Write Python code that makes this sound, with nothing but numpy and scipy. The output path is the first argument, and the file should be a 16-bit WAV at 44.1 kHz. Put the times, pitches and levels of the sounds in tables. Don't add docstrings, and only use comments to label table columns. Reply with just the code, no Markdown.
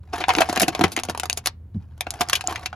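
import sys
import numpy as np
from scipy import signal
from scipy.fft import rfft, irfft
from scipy.io import wavfile

SR = 44100
rng = np.random.default_rng(int(sys.argv[2]) if len(sys.argv) > 2 else 0)


def unload_audio(sound):
    columns = np.transpose(np.atleast_2d(sound))
    steps = np.round(np.clip(columns, -1, 1) * 32767)
    wavfile.write(sys.argv[1], SR, steps.astype(np.int16))


N = 121275
LEAD_S = 0.015
SHEET_DB = -26


def amp(db):
    return 10 ** (np.asarray(db) / 20)


def unit(x):
    return x / np.sqrt(np.mean(x ** 2) + 1e-20)


def read(points, hz):
    f, value = np.transpose(points)
    return np.interp(np.log(hz + 1), np.log(f + 1), value)


def add(mix, s, sound):
    part = mix[..., round(s * SR):][..., :sound.shape[-1]]
    part += sound[..., :part.shape[-1]]


def convolve(x, response):
    full = signal.fftconvolve(np.atleast_2d(x), np.atleast_2d(response), axes=1)
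    return full[:, :x.shape[-1]]


def causal(points, size=2048):
    hz = abs(np.fft.fftfreq(size, 1 / SR))
    log_gain = np.log(amp(read(points, hz)))
    return np.fft.ifft(np.exp(np.conj(signal.hilbert(log_gain)))).real


def pair(size, shape=1):
    apart, apart_above_hz = 0.38, 650
    both, side = rng.standard_normal((2, size)) * shape
    high_pass = signal.butter(1, apart_above_hz, "high", fs=SR, output="sos")
    side = apart * signal.sosfilt(high_pass, side)
    return unit(np.array([both + side, both - side]))


def dying(noise, t60, size=128):
    hz, t, bands = signal.stft(noise, SR, nperseg=size)
    fade = amp(-60 * t / read(t60, hz)[:, None])
    return signal.istft(bands * fade, SR, nperseg=size)[1][:, :noise.shape[1]]


def engine():
    # [multiple of the firing rate, level/dB]
    orders = [(2, -41), (3, -54.5)]
    # [f/Hz, level/dB]
    air_colour = [(20, -13.5), (45, -5), (80, 7), (125, -2), (300, -20), (700, -31.5), (5000, -56.5),
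                  (16000, -61.5)]
    firing_hz, idle_wander = 40.3, 0.018
    air_db = -44
    t = np.arange(N) / SR
    wander = unit(sum(np.sin(2 * np.pi * (f * t + rng.random())) for f in np.geomspace(.7, 12, 20)))
    turns = np.cumsum(firing_hz * (1 + idle_wander * wander)) / SR
    hum = sum(amp(db) * np.sin(2 * np.pi * (order * turns + rng.random())) for order, db in orders)
    air = unit(convolve(pair(N), causal(air_colour, size=8192)))
    return hum + amp(air_db) * air


def yard(x):
    # [f/Hz, t60/s]
    yard_t60 = [(200, 0.43), (12000, 0.069)]
    yard_db = -26
    tail = dying(rng.standard_normal((2, SR // 2)), yard_t60)
    return amp(yard_db) * convolve(x, tail / np.linalg.norm(tail[0]))


def tyre():
    # [t/s, level/dB, push length/s]
    thumps = [(0.807, -25.5, 0.0019), (0.84, -18.5, 0.0037), (1.747, -24, 0.0049), (1.756, -25, 0.00365),
              (1.765, -20.5, 0.0052)]
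    # [f/Hz, level/dB, t60/s]
    tyre_modes = [(96.2, 1.5, 0.13), (175, -0.5, 0.16), (204.7, 10.5, 0.05), (285.6, -4.5, 0.2)]
    low_hz = 60
    cavity_s, cavity_hz, cavity_db, cavity_t60 = 0.93, 243, -44.5, 2.26
    t, pushes = np.arange(N) / SR, np.zeros(N)
    for s, db, length in thumps:
        push = np.sin(np.pi * np.arange(0, length, 1 / SR) / length)
        add(pushes, s, amp(db) * push / push.sum())
    ring = sum(amp(db - 60 * t / t60) * np.cos(2 * np.pi * hz * t) for hz, db, t60 in tyre_modes)
    high_pass = signal.butter(2, low_hz, "high", fs=SR, output="sos")
    out = signal.sosfilt(high_pass, convolve(pushes, ring))
    cavity = amp(cavity_db - 60 * t / cavity_t60) * np.sin(2 * np.pi * cavity_hz * t)
    add(out, cavity_s, cavity)
    return out


def can_response(sheet_db, modes_db, size=6000):
    # [f/Hz, level/dB, t60/s]
    can_modes = [(330.2, -6.5, 0.069), (491, -13.5, 0.039), (725.7, 0.5, 0.068), (902, -15, 0.11),
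                 (1115, -10.5, 0.04), (1444, -1, 0.02), (1613, -9.5, 0.076), (2440, -21, 0.095)]
    # [f/Hz, t60/s]
    sheet_t60 = [(300, 0.082), (3000, 0.064), (14000, 0.031)]
    detune = 0.018
    t = np.arange(size) / SR
    out = amp(sheet_db) * dying(pair(size), sheet_t60)
    for (hz, db, t60), dent in zip(can_modes, rng.standard_normal(len(can_modes))):
        mode_hz = hz * (1 + detune * dent)
        out += amp(modes_db + db - 60 * t / t60) * np.cos(2 * np.pi * mode_hz * t)
    out[:, 0] += 1
    return out


def dented(x, size=4096):
    modes_db = -36
    out, window = np.zeros((2, N)), signal.get_window("hann", size)
    padded = np.pad(x, (0, size))
    for at in range(0, N, size // 2):
        part = padded[at:at + size] * window
        add(out, at / SR, signal.fftconvolve(part[None], can_response(SHEET_DB, modes_db), axes=1))
    return out


def crinkle(count=28, size=1024):
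    # [t/s, level/dB]
    crinkle_levels = [(.12, -60.5), (.132, -26.5), (.21, -35), (.265, -44), (.42, -28.5), (.47, -29.5),
                      (.73, -40.5), (.87, -33.5), (.945, -51), (1, -44), (1.42, -58.5), (1.58, -84.5),
                      (1.735, -81), (1.746, -52), (1.785, -70), (1.825, -56), (1.87, -70), (2, -61),
                      (2.17, -38.5), (2.26, -47.5), (2.37, -34), (2.42, -49), (2.465, -41.5),
                      (2.485, -25.5), (2.525, -30.5), (2.56, -37.5), (2.75, -58)]
    # [f/Hz, level/dB]
    crinkle_colour = [(60, -7.5), (260, 12.5), (520, -2), (820, 7), (2000, -3), (5000, -8.5),
                      (12500, -24.5), (15000, -28)]
    slips_per_s, spread_db = 7000, 4.5
    clump_db, clump_hz = 5, 68.7
    low_hz, high_hz, decay_cycles = 378, 13660, 2.2
    t, facets = np.arange(N) / SR, np.zeros(N)
    low_pass = signal.butter(2, clump_hz, fs=SR, output="sos")
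    clumps = amp(clump_db * unit(signal.sosfilt(low_pass, rng.standard_normal(N))))
    steps = (np.arange(count) + rng.random(count)) / count
    for hz in low_hz * (high_hz / low_hz) ** steps:
        cycles = hz * t[:size]
        ring = np.cos(2 * np.pi * cycles) * np.exp(-cycles / decay_cycles) * hz / SR
        slips = (rng.random(N) < slips_per_s / count / SR) * clumps
        at = np.flatnonzero(slips)
        slips[at] *= amp(-spread_db * np.log(np.maximum(rng.random(len(at)), .03)))
        facets += signal.oaconvolve(slips, ring)[:N]
    out = convolve(dented(facets), causal(crinkle_colour))
    return unit(out) * amp(np.interp(t, *np.transpose(crinkle_levels)))


def slip_run(length_ms, size=6000):
    # [f/Hz, level/dB]
    slip_colour = [(50, -40.5), (140, -2.5), (300, 5.5), (560, 8), (740, 14.5), (1800, 3), (4500, 2.5),
                   (6500, 2), (12000, -5.5), (15500, -21.5)]
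    rise_share, decay_shape = 0.1, 1.08
    lead_db = -23.5
    spread_db, modes_db = 6, -40
    snap_ms = 0.9
    progress = (np.arange(size) / SR - LEAD_S) * 1000 / length_ms
    after = np.maximum(progress, 0)
    run = np.minimum(after / rise_share, 1) * np.exp(-after ** decay_shape)
    run += amp(lead_db) * np.exp(-abs(progress))
    slips = pair(size, run * amp(spread_db * rng.standard_normal(size)))
    slips[:, round(LEAD_S * SR)] += np.sqrt(size) * snap_ms / length_ms
    return convolve(convolve(slips, can_response(SHEET_DB, modes_db)), causal(slip_colour))


def tick():
    sound = slip_run(length_ms=2.5)
    return sound / abs(sound).max()


def ticks():
    # [t/s, peak level/dB]
    tick_times = [(0.336, -16), (0.365, -17), (0.881, -23.5), (0.998, -16), (1.051, -19), (1.1758, -13.5),
                  (1.2561, -16), (1.388, -27), (1.978, -37), (2.139, -20.5), (2.234, -26), (2.507, -20.5),
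                  (2.287, -20)]
    out = np.zeros((2, N))
    for s, db in tick_times:
        add(out, s - LEAD_S, amp(db) * tick())
    return out


def pings(size=1500):
    # [t/s, level/dB]
    ping_times = [(1.299, -10), (1.329, -2.5), (2.2876, -10.5), (2.474, -1)]
    centre_hz, width_hz, swell_s = 6040, 2800, 0.0003
    out, t = np.zeros(N), np.arange(size) / SR
    for s, db in ping_times:
        hz = centre_hz + width_hz * (rng.random((6, 1)) - .5)
        cluster = np.sin(2 * np.pi * hz * t).mean(0)
        envelope = t / swell_s * np.exp(1 - t / swell_s)
        add(out, s, amp(db) * cluster * envelope)
    return out


def pops():
    # [t/s, level/dB, settled f/Hz]
    panels = [(0.2835, -9, 745), (0.407, -8.5, 650), (0.38, -17, 312), (0.489, -16, 710), (2.44, -25, 720)]
    glide, settle_s, t60 = 0.14, 0.0051, 0.088
    tick_db = -3
    out, t = np.zeros((2, N)), np.arange(SR // 2) / SR
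    for s, db, hz in panels:
        turns = np.cumsum(hz * (1 + glide * np.exp(-t / settle_s))) / SR
        add(out, s, amp(db - 60 * t / t60) * np.sin(2 * np.pi * turns))
        add(out, s - LEAD_S, amp(db + tick_db) * tick())
    return out


def buckle(length_ms, levels_db, count=2):
    # [from f/Hz, to f/Hz]
    bands = [(200, 550), (550, 1400), (1400, 4200), (4200, 16000)]
    sound = slip_run(length_ms)
    size = sound.shape[1]
    hz = np.fft.rfftfreq(size, 1 / SR)
    for _ in range(count):
        power = (abs(rfft(sound)) ** 2).mean(0) * 2 / size / (SR / 100)
        trim = []
        for (low, high), db in zip(bands, levels_db):
            band_power = power[(hz >= low) & (hz < high)].sum()
            trim.append((np.sqrt(low * high), db - 10 * np.log10(band_power)))
        sound = convolve(sound, causal(trim))
    return sound


def buckles():
    # [t/s, length/ms, low level/dB, body level/dB, crack level/dB, treble level/dB]
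    folds = [(0.208, 12, -30.5, -27.5, -26, -40.5), (0.2396, 1.3, -45, -25, -20.5, -43),
             (0.2912, 6.1, -45, -13.5, -19, -27.5), (0.3031, 5.7, -29.5, -17, -17.5, -34.5),
             (0.3515, 0.74, -31.5, -28, -20, -30), (0.385, 2.8, -20.5, -19, -19, -28.5),
             (0.4056, 9.7, -27, -14.5, -20.5, -24), (0.4182, 2.8, -39, -18, -15, -35.5),
             (0.371, 3.4, -22.5, -26, -43, -48), (0.567, 1.9, -36, -24.5, -23.5, -47),
             (0.4953, 4.1, -23, -26.5, -28, -31), (0.528, 1.9, -29.5, -24.5, -32, -31.5),
             (0.5605, 1.8, -38, -32, -28.5, -29.5), (0.5746, 2.1, -24.5, -21.5, -21.5, -29.5),
             (0.598, 3.4, -54, -31.5, -24, -20), (0.6068, 3, -33.5, -23.5, -19, -31.5),
             (0.616, 9.9, -20.5, -18, -25.5, -16.5), (0.6315, 2.1, -21.5, -26, -18, -26.5),
             (0.6811, 5.4, -20, -19, -21.5, -24), (0.7497, 3.1, -34.5, -26, -26.5, -33),
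             (0.7938, 0.82, -22, -25.5, -34.5, -37.5), (0.8109, 4, -14, -16, -22.5, -31.5),
             (0.8385, 6.2, -15.5, -14, -14, -23.5), (0.9183, 9.6, -40.5, -43, -37, -33),
             (0.965, 1.9, -59, -28, -23, -27), (0.975, 4.2, -25, -29, -24.5, -38),
             (0.9902, 0.79, -33, -34.5, -26, -41), (1.0354, 0.84, -49, -31.5, -33.5, -29),
             (1.086, 8.2, -26.5, -29, -32.5, -43), (1.0964, 8.5, -37, -28, -28.5, -29.5),
             (1.1488, 1.9, -41.5, -28.5, -37, -46), (1.1983, 1.5, -42, -34, -27, -27),
             (1.2336, 3.1, -38.5, -24.5, -30, -33.5), (1.2987, 0.91, -43.5, -32.5, -22, -23.5),
             (1.329, 0.75, -48.5, -39, -43, -32), (1.3733, 5.4, -39.5, -35, -32.5, -26.5),
             (1.4592, 4.1, -39.5, -29.0, -24, -23), (1.472, 0.79, -39, -28, -22, -20),
             (2.0087, 0.99, -46.5, -29.5, -24, -28), (2.0677, 4.2, -36, -28.5, -31.5, -49.5),
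             (2.1063, 0.54, -53, -47, -35.5, -27), (2.208, 6.1, -27, -16.5, -24, -23),
             (2.2145, 2.9, -32, -27.5, -22.5, -29), (2.2975, 2, -61, -28.5, -26.5, -24.5),
             (2.331, 3.7, -33.5, -22.5, -14, -20), (2.353, 7.8, -46, -45, -18.5, -24.5),
             (2.409, 3.8, -57, -37, -29.5, -35.5), (2.558, 3.3, -81, -39, -25.5, -37.5),
             (2.6592, 2.9, -45, -34.5, -24, -29), (2.7291, 2.5, -52, -31.5, -37, -53)]
    out = np.zeros((2, N))
    for s, length_ms, *levels_db in folds:
        add(out, s - LEAD_S, buckle(length_ms, levels_db))
    return out


def ports(x):
    # [f/Hz, phase/rad]
    port_phase = [(500, 0.5), (2900, 0.72), (5600, 1.13), (7840, -3), (11000, -6.5), (14000, -9)]
    # [f/Hz, left-right level/dB]
    lean = [(300, 2), (700, -2.5), (2400, 4.5), (9000, 0.5)]
    hz = np.fft.rfftfreq(2 * N, 1 / SR)
    phase = read(port_phase, hz) * np.minimum(hz / 1500, 1) ** 2
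    left = amp(read(lean, hz) / 2) * np.exp(.5j * phase)
    return irfft(rfft(x, 2 * N) * np.array([left, 1 / left]))[:, :N]


def scene():
    thumps = tyre()
    cans = ports(crinkle() + ticks() + pings() + pops() + buckles())
    close = cans + thumps
    return engine() + yard(close) + close


def record(dry):
    # [f/Hz, level/dB]
    mic_colour = [(6000, -0.5), (7300, 2.5), (8200, -3.5), (9300, 3)]
    ceiling, cut_hz = 0.85, 16300
    coloured = convolve(dry, causal(mic_colour))
    limited = coloured / (1 + (coloured / ceiling) ** 6) ** (1 / 6)
    low_pass = signal.firwin(255, cut_hz, window=("kaiser", 9), fs=SR)
    return signal.oaconvolve(limited, low_pass[None], "same")


dry = scene()
out = record(dry)
unload_audio(out)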